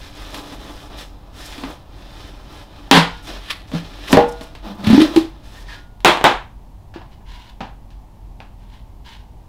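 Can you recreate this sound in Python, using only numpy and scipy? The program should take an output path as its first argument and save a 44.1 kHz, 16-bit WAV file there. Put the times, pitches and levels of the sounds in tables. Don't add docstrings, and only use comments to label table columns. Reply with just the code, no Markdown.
import sys
import numpy as np
from scipy import signal
from scipy.fft import rfft, irfft
from scipy.io import wavfile
from scipy.ndimage import uniform_filter1d

SR = 44100
rng = np.random.default_rng(int(sys.argv[2]) if len(sys.argv) > 2 else 0)


def int16_out(signal):
    q = np.round(np.clip(np.atleast_2d(signal).T, -1, 1) * 32767)
    wavfile.write(sys.argv[1], SR, q.astype(np.int16))


N = 418068
EVENT_T = np.arange(SR * 3 // 4) / SR
RELEASE_S = 0.045

# start in seconds, boom level in dB, scuff level in dB.
SLIPS = [(4.841, -13.5, -28.5), (4.869, -2, -20), (4.901, 3, -22.5), (4.929, 6, -21.5), (4.944, 5.5, -35),
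         (4.977, 7.5, -26), (5.003, 1, -20), (5.016, 0.5, -17.5), (5.160, -1.5, -33.5), (5.172, 2.5, -40)]


def lid_snaps():
    # start in seconds, crack level in dB, crack tilt in dB per octave,
    # crack decay constant in seconds, ring level in dB, centre of the ring in Hz, its spread in octaves.
    snaps = [(0.344, -34.5, 4, 0.014, -49, 330, .87), (0.524, -42, 1, 0.013, -31, 330, 0.46),
             (0.582, -53, -19, 0.0034, -34, 300, 0.28), (1.58, -41, 3, .0096, -30, 280, 0.25),
             (1.636, -31, -2, 0.0084, -19.5, 290, 0.43), (2.9124, 6, 0.3, 0.0028, 6, 302, .54),
             (2.940, -9, -1.5, 0.0049, -1.5, 172, .37), (2.9752, -17.5, -3.5, 0.0069, -4.5, 176, 0.53),
             (3.717, -40.5, 0, .0036, -30.5, 300, 1), (3.736, -48, 4, 0.003, -17, 200, 0.91),
             (3.749, -37.5, 0.5, 0.004, -12.5, 172, 0.57), (4.129, -11, -1.8, .0014, -2.5, 283, 0.96),
             (4.171, -8.5, -6.5, 0.0055, 2.5, 467, 0.39), (4.410, -39.5, 3, 0.015, -31, 403, 1.07),
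             (4.551, -41, 0.5, .009, -45, 400, 1.1), (5.162, -23.5, 3, 0.0071, -17.5, 840, 0.21),
             (6.005, -50.5, 2.5, 0.0017, -67, 388, 1)]
    # frequency in Hz, level in dB before the weighting round the centre,
    # 60 dB decay in seconds before the hand's factor.
    lid_modes = [(168.2, -2.5, 0.31), (270.7, 1, 0.15), (389, -16, 0.21), (477, -9, 0.34), (556, -8.5, .21),
                 (623.7, 0, 0.12), (658, -26, 0.88), (807, -5, 0.25), (1010, -11.5, .28), (1093, -3.5, .19)]
    # frequency in Hz, relative level in dB.
    crack_spectrum = [(40, -38.5), (120, -20), (250, -5.5), (420, -2.5), (650, -6), (950, 0.5),
                      (1300, -7.5), (1850, -6), (2300, -7.5), (3200, -6), (4400, -11), (6000, -22.5),
                      (10000, -28.5), (16000, -38)]
    # ring level in dB, factor on the decay time.
    hand_freedom = [(-18.5, 0.68), (3, 1.075)]
    # start in seconds, level in dB.
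    wheel_rings = [(2.913, -26.5), (4.171, -30), (5.739, -46)]

    out = np.zeros(N)
    for s, crack_db, tilt_db, length_s, ring_db, centre_hz, spread in snaps:
        crack = impact(crack_spectrum, tilt_db, length_s, wet_db=-2.0)
        add(out, s, amp(crack_db) * crack)

        freedom = np.interp(ring_db, *np.transpose(hand_freedom))
        modes = np.zeros(len(EVENT_T))
        for k, (hz, db, t60) in enumerate(lid_modes):
            nearness = np.exp(-0.5 * (np.log2(hz / centre_hz) / spread) ** 2)
            sign = (-1) ** k
            modes += sign * amp(db) * nearness * ring(hz, t60 * freedom)
        add(out, s, amp(ring_db) * in_room(modes, wet_db=-10.5))

    for s in (2.914, 4.171):
        note = spring_back(bent_hz=749, rest_hz=900, settle_s=0.046, t60=0.22)
        add(out, s, amp(-7) * in_room(note, wet_db=-5))
    for s, db in wheel_rings:
        add(out, s, amp(db) * ring(hz=1435, t60=0.75))
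    return out


def spring_back(bent_hz, rest_hz, settle_s, t60):
    return ring(rest_hz + (bent_hz - rest_hz) * np.exp(-EVENT_T / settle_s), t60)


def tub_air(rise_s=0.0025):
    # start in seconds, length in seconds, level in dB.
    draws = [(4.64, 0.1, -32.5), (4.78, 0.054, -33), (5.06, 0.068, -27.5)]
    # start in seconds, level in dB, frequency in Hz.
    puffs = [(4.131, -10.5, 106), (4.870, -4, 101), (4.924, -14, 59), (4.14, -16, 50)]
    hum_width_hz = 26
    boom_t60, after_ring_db, after_ring_t60 = 0.095, -34, 0.31

    phase = 2 * np.pi * np.cumsum(air_pitch(np.arange(N) / SR)) / SR
    low_pass = signal.butter(2, hum_width_hz / 2, fs=SR, output="sos")
    waver = signal.sosfilt(low_pass, rng.standard_normal((2, N)))
    hum = unit(waver[0] * np.cos(phase) + waver[1] * np.sin(phase))
    out = drags(draws) * hum

    onset = 1 - np.exp(-(EVENT_T / rise_s) ** 2)
    for s, db, _ in SLIPS:
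        hz = air_pitch(s + EVENT_T)
        boom = ring(hz, boom_t60) + amp(after_ring_db) * ring(hz, after_ring_t60)
        add(out, s, amp(db) * onset * boom)
    for s, db, hz in puffs:
        add(out, s, amp(db) * onset * ring(hz, t60=6 / hz))
    return in_room(out, wet_db=-9.0)


def air_pitch(s):
    shut_hz, open_hz = 202.3, 324.3
    lift_at_s, lift_s = 4.958, 0.03
    gap = 0.5 + 0.5 * np.tanh((s - lift_at_s) / (2 * lift_s))
    return shut_hz + (open_hz - shut_hz) * gap


def fingers():
    # start in seconds, length in seconds, rasp level in dB,
    # tub body level in dB relative to the rasp, edge hiss level in dB relative to the rasp.
    rubs = [(-0.05, 0.13, -43.5, -1.5, -9.5), (0.11, 0.21, -41.5, -1.5, -10.5),
            (0.32, 0.069, -39, 5.5, -6.5), (0.41, .13, -43, 2.5, -9), (0.569, .14, -43, 3.5, -10.5),
            (0.674, 0.19, -46.5, 1, -8.5), (0.89, 0.093, -43.5, 4, -20), (0.968, 0.046, -39, -2, -6.5),
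            (1.32, 0.22, -41, -3, -6.5), (1.52, 0.2, -43.5, 5, -9), (1.871, 0.34, -50, 2.5, -12.5),
            (2.086, 0.21, -46.5, -1, -10.5), (2.266, 0.23, -52, 4.5, -12), (2.469, 0.15, -46, 3, -11.5),
            (2.676, .21, -51, 5, -15), (3.06, 0.14, -46.5, -8, -15), (3.219, 0.083, -43.5, -4, -4.5),
            (3.265, 0.037, -36.5, 1.5, -13), (3.324, 0.033, -38.5, 1, -16), (3.393, .09, -45.5, -2, -11),
            (3.668, 0.034, -50, -3, -7), (3.715, 0.067, -36.5, 1, -14), (3.798, 0.19, -45, 0.5, -14),
            (3.964, 0.2, -40, -2.5, -12), (4.077, 0.092, -31.5, 6.5, -11), (4.227, .25, -49, 1, -11),
            (4.621, 0.093, -42.5, 8, -29), (4.769, 0.091, -44.5, 7.5, -26), (4.821, 0.23, -26, 2, -18),
            (5.085, 0.11, -37.5, 6, -14), (5.424, 0.073, -51, -19, -6.5), (5.482, .14, -47.5, -3, -8.5),
            (5.649, 0.096, -42, -12, -24)]
    # peak time in seconds, level in dB, rise constant in seconds, fall constant in seconds.
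    quick_strokes = [(3.505, -20, 0.0038, .011), (3.52, -35, 0.064, 0.063), (4.084, -25, .006, 0.0095),
                     (4.122, -37, .011, .005), (5.72, -44, 0.022, 0.053)]
    # peak time in seconds, level in dB, time constant to either side in seconds.
    edge_flicks = [(1.465, -45, 0.0097), (4.11, -47, .0048), (4.13, -21.5, .0067), (4.292, -41.5, 0.0071),
                   (4.324, -45, .005), (4.435, -45, .006)]
    # frequency in Hz, relative level in dB.
    rub_colour = [(600, -40), (1200, 2.5), (1750, 4.5), (2300, 2), (2900, 3), (3500, 7), (4500, 1),
                  (5600, -3.5), (7000, -15), (11000, -28.5)]
    body_colour = [(100, -9.5), (200, -6), (290, 5.5), (450, -2), (640, -3.5), (760, -2.5), (950, -4),
                   (1300, -9), (2200, -35)]
    edge_colour = [(3500, -22), (5200, 5), (7000, -0.5), (11000, -3.5), (16000, -11)]
    scuff_colour = [(300, -29), (650, -15), (870, -19.5), (1040, -7.5), (1450, -7.5), (1640, -8),
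                    (1715, -1.5), (1790, -4.5), (1900, -2.5), (2100, -7), (3700, -4.5), (6900, -25),
                    (10800, -24), (15500, -34)]
    grip_db, grip_body_db, let_go_s = -58.5, 7.5, 5.8
    slip_rise_s, slip_fall_s = 0.0015, 0.011

    t = np.arange(N) / SR
    start, length, rub_db, body_db, edge_db = np.transpose(rubs)
    grip = amp(grip_db) * np.exp(-np.maximum(t - let_go_s, 0) / RELEASE_S)
    rubbing = np.hypot(drags(zip(start, length, rub_db)), grip)
    pressing = np.hypot(drags(zip(start, length, rub_db + body_db)), amp(grip_body_db) * grip)
    on_edge = drags(zip(start, length, rub_db + edge_db))

    rasp = friction(rub_colour, grain_db=2.5, flutter_db=1.2, wet_db=0)
    body = friction(body_colour, grain_db=2.5, flutter_db=1.5, wet_db=-2.5)
    edge = friction(edge_colour, grain_db=1.5, flutter_db=1.2, wet_db=-4)
    squeak = friction(scuff_colour, grain_db=2, flutter_db=1.5, wet_db=-6)

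    slip_scuffs = [(s + slip_rise_s, db, slip_rise_s, slip_fall_s) for s, _, db in SLIPS]
    strokes = np.zeros(N)
    for at, db, rise, fall in quick_strokes + slip_scuffs:
        strokes += amp(db) * np.exp(-np.maximum((at - t) / rise, (t - at) / fall))
    flicks = sum(amp(db) * np.exp(-abs(t - at) / spread) for at, db, spread in edge_flicks)
    return rubbing * rasp + pressing * body + (on_edge + flicks) * edge + strokes * squeak


def sliding_lid():
    # frequency in Hz, width in Hz, relative level in dB.
    slide_modes = [(978, 70, 0.5), (1672, 40, -1), (1810, 51, 1.5), (4550, 280, -9.5)]
    # start in seconds, length in seconds, level in dB.
    slides = [(5.54, 0.053, -47.5), (5.67, 0.07, -39.5)]
    drag = rng.standard_normal(N)
    squeal = np.zeros(N)
    for hz, width, db in slide_modes:
        b, a = signal.iirpeak(hz, hz / width, fs=SR)
        squeal += amp(db) * unit(signal.lfilter(b, a, drag))
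    return unit(squeal) * drags(slides)


def dropped_lid():
    # start in seconds, level in dB, tilt in dB per octave.
    drops = [(6.0476, 0, 0), (6.0585, -3, -2), (6.173, -25, -1.5), (6.212, -25.5, -3), (6.2416, -2, -1.5),
             (6.2522, -13, -3)]
    # frequency in Hz, relative level in dB.
    clack_spectrum = [(40, -27), (110, -14.5), (180, -8.5), (300, 0), (430, -1), (600, 0), (870, 4.5),
                      (1200, -1), (1700, -2), (2600, -4.5), (3700, -4.5), (4700, -15.5), (9000, -25.5),
                      (16000, -34)]
    # frequency in Hz, level in dB relative to the landing, 60 dB decay in seconds.
    loose_modes = [(350, -12, .22), (845, -19, .3), (930, -18, .33), (1210, -19, .28), (1980, -22, .25)]
    out = np.zeros(N)
    modes = sum(amp(db) * ring(hz, t60) for hz, db, t60 in loose_modes)
    for s, db, tilt_db in drops:
        clack = impact(clack_spectrum, tilt_db, contact_s=0.0011, wet_db=-1.5)
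        add(out, s, amp(db) * (clack + modes))
    return out


def hands_inside():
    # start in seconds, level in dB, tilt in dB per octave,
    # contact decay constant in seconds, note level in dB, note frequency in Hz.
    knocks = [(6.940, -41, 2, 0.013, -42.5, 201), (6.960, -40, -0.5, 0.011, -21.5, 328),
              (7.017, -46.5, 0, 0.0021, -31, 1020), (7.205, -51, -4.5, .004, -47, 329),
              (7.606, -27.5, -0.5, 0.0038, -21, 770), (7.614, -39, -0.5, 0.0037, -31.5, 248),
              (7.905, -54.5, 5.5, 0.0017, -53, 3400), (8.4034, -41, 0, 0.00089, -25.5, 2520)]
    # frequency in Hz, relative level in dB.
    knock_spectrum = [(60, -24), (150, -6), (250, -4.5), (430, -13.5), (600, -7.5), (790, -1), (1270, -12),
                      (1640, -11), (2100, -19), (2700, -15.5), (4700, -23.5), (10000, -49.5), (16000, -49)]
    brush_colour = [(530, -36), (900, 1), (1010, 3), (1210, -16.5), (1530, -5.5), (1660, -5.5),
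                    (2510, -7.5), (3210, -2.5), (7670, -25), (15000, -32)]
    # frequency in Hz, level in dB relative to the knock, 60 dB decay in seconds.
    tub_modes = [(244.3, -15, 0.25), (785, -10.5, 0.27), (1700, -11, 0.19), (2410, -17, 0.26)]
    # start in seconds, length in seconds, level in dB.
    brushes = [(7.10, .04, -58), (7.25, 0.12, -44.5), (7.36, .13, -46), (8.57, 0.16, -60.5),
               (8.71, 0.059, -51), (9.04, .10, -42)]
    out = np.zeros(N)
    wall = sum(amp(db) * ring(hz, t60) for hz, db, t60 in tub_modes)
    for s, db, tilt_db, contact_s, note_db, hz in knocks:
        knock = impact(knock_spectrum, tilt_db, contact_s, wet_db=4.0)
        add(out, s, amp(db) * (knock + wall))
        note = in_room(ring(hz, t60=13 / hz), wet_db=-6)
        add(out, s, amp(note_db) * note)
    return out + drags(brushes) * friction(brush_colour, grain_db=2.5, flutter_db=2.5, wet_db=-2)


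def room_noise():
    # frequency in Hz, relative level in dB.
    floor_spectrum = [(15, -7), (30, -15.5), (44, 6), (62, -8), (80, -10.5), (102, -9), (135, -15.5),
                      (260, -22), (480, -32.5), (880, -26), (1400, -44), (3500, -47.5), (8000, -55),
                      (16000, -56)]
    hz = np.fft.rfftfreq(N, 1 / SR)
    shaped = rfft(rng.standard_normal(N)) * amp(read(floor_spectrum, hz))
    return amp(-38) * unit(irfft(shaped, N))


def ring(hz, t60):
    phase = 2 * np.pi * np.cumsum(hz * np.ones(len(EVENT_T))) / SR
    return np.sin(phase) * np.exp(-np.log(1000) * EVENT_T / t60)


def impact(spectrum, tilt_db, contact_s, wet_db, size=8192):
    t = EVENT_T[:size]
    chatter = np.fft.fft(rng.standard_normal(size) * np.exp(-t / contact_s))
    even = np.fft.ifft(chatter / causal(abs(chatter))).real
    force = np.zeros(len(EVENT_T))
    force[:size] = even * np.exp(-t / (10 * contact_s))
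    sound = in_room(coloured(force, spectrum, tilt_db), wet_db)
    return sound / np.sqrt(np.sum(sound ** 2) / (0.03 * SR))


def friction(spectrum, grain_db, flutter_db, wet_db):
    smooth = uniform_filter1d(rng.standard_normal(N), size=400)
    clumps = unit(uniform_filter1d(smooth, size=400))
    sizes = amp(grain_db * np.minimum(rng.exponential(1, N), 5) + flutter_db * clumps)
    slips = sizes * rng.standard_normal(N) * (rng.random(N) < 6000 / SR)
    return unit(in_room(coloured(slips, spectrum), wet_db))


def drags(rows):
    attack_share, swell_power = 0.4, 0.92
    t, power = np.arange(N) / SR, np.zeros(N)
    for start, length, db in rows:
        during = slice(*np.searchsorted(t, [start, start + length + 10 * RELEASE_S]))
        age = t[during] - start
        swell = np.minimum(age / (attack_share * length), 1) ** swell_power
        release = np.exp(-np.maximum(age - length, 0) / RELEASE_S)
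        power[during] += (amp(db) * swell * release) ** 2
    return np.sqrt(power)


def room_tail(build_s=0.00067):
    # frequency in Hz, 60 dB decay in seconds.
    room_t60 = [(100, 0.32), (300, 0.21), (900, 0.34), (3500, 0.3), (7000, 0.28), (15000, 0.22)]
    hz, t, z = signal.stft(rng.standard_normal(len(EVENT_T)), SR, nperseg=256)
    decay = amp(-60 * t / read(room_t60, hz)[:, None])
    tail = signal.istft(z * decay, SR, nperseg=256)[1][:len(EVENT_T)]
    tail *= 1 - np.exp(-EVENT_T / build_s)
    return tail / np.linalg.norm(tail)


def in_room(x, wet_db):
    return x + amp(wet_db) * signal.oaconvolve(x, room_tail())[:len(x)]


def causal(gain):
    return np.exp(signal.hilbert(np.log(gain + 1e-9)).conj())


def coloured(x, spectrum, tilt_db=0, size=4096):
    hz = abs(np.fft.fftfreq(size, 1 / SR))
    octaves = np.log2(np.maximum(hz, 150) / 1000)
    gain = amp(read(spectrum, hz) + tilt_db * octaves)
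    taps = np.fft.ifft(causal(gain)).real
    return signal.oaconvolve(x, taps / np.linalg.norm(taps))[:len(x)]


def read(points, hz):
    f, value = np.transpose(points)
    return np.interp(np.log(hz + 1), np.log(f), value)


def amp(db):
    return 10 ** (np.asarray(db) / 20)


def unit(x):
    return x / np.sqrt(np.mean(x ** 2) + 1e-20)


def add(mix, s, sound):
    part = mix[round(s * SR):][:len(sound)]
    part += sound[:len(part)]


def scene():
    lid = lid_snaps() + tub_air() + fingers() + sliding_lid()
    return (lid + dropped_lid() + hands_inside() + room_noise())[None]


def record(dry, limit_db=-3.5, recover_db_per_s=220, attack_s=0.0079):
    keep = np.exp(-1 / (attack_s * SR))
    power = signal.lfilter([1 - keep], [1, -keep], dry[0] ** 2)
    power_db = 10 * np.log10(power + 1e-12)
    fall = np.arange(N) * recover_db_per_s / SR
    held_db = np.maximum.accumulate(power_db + fall) - fall
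    over_db = np.maximum(held_db - limit_db, 0)
    clipped = np.clip(dry / amp(over_db), -1, 1)
    low_pass = signal.firwin(255, 15800, window=("kaiser", 8), fs=SR)
    return signal.oaconvolve(clipped, low_pass[None], "same")


dry = scene()
out = record(dry)
int16_out(out)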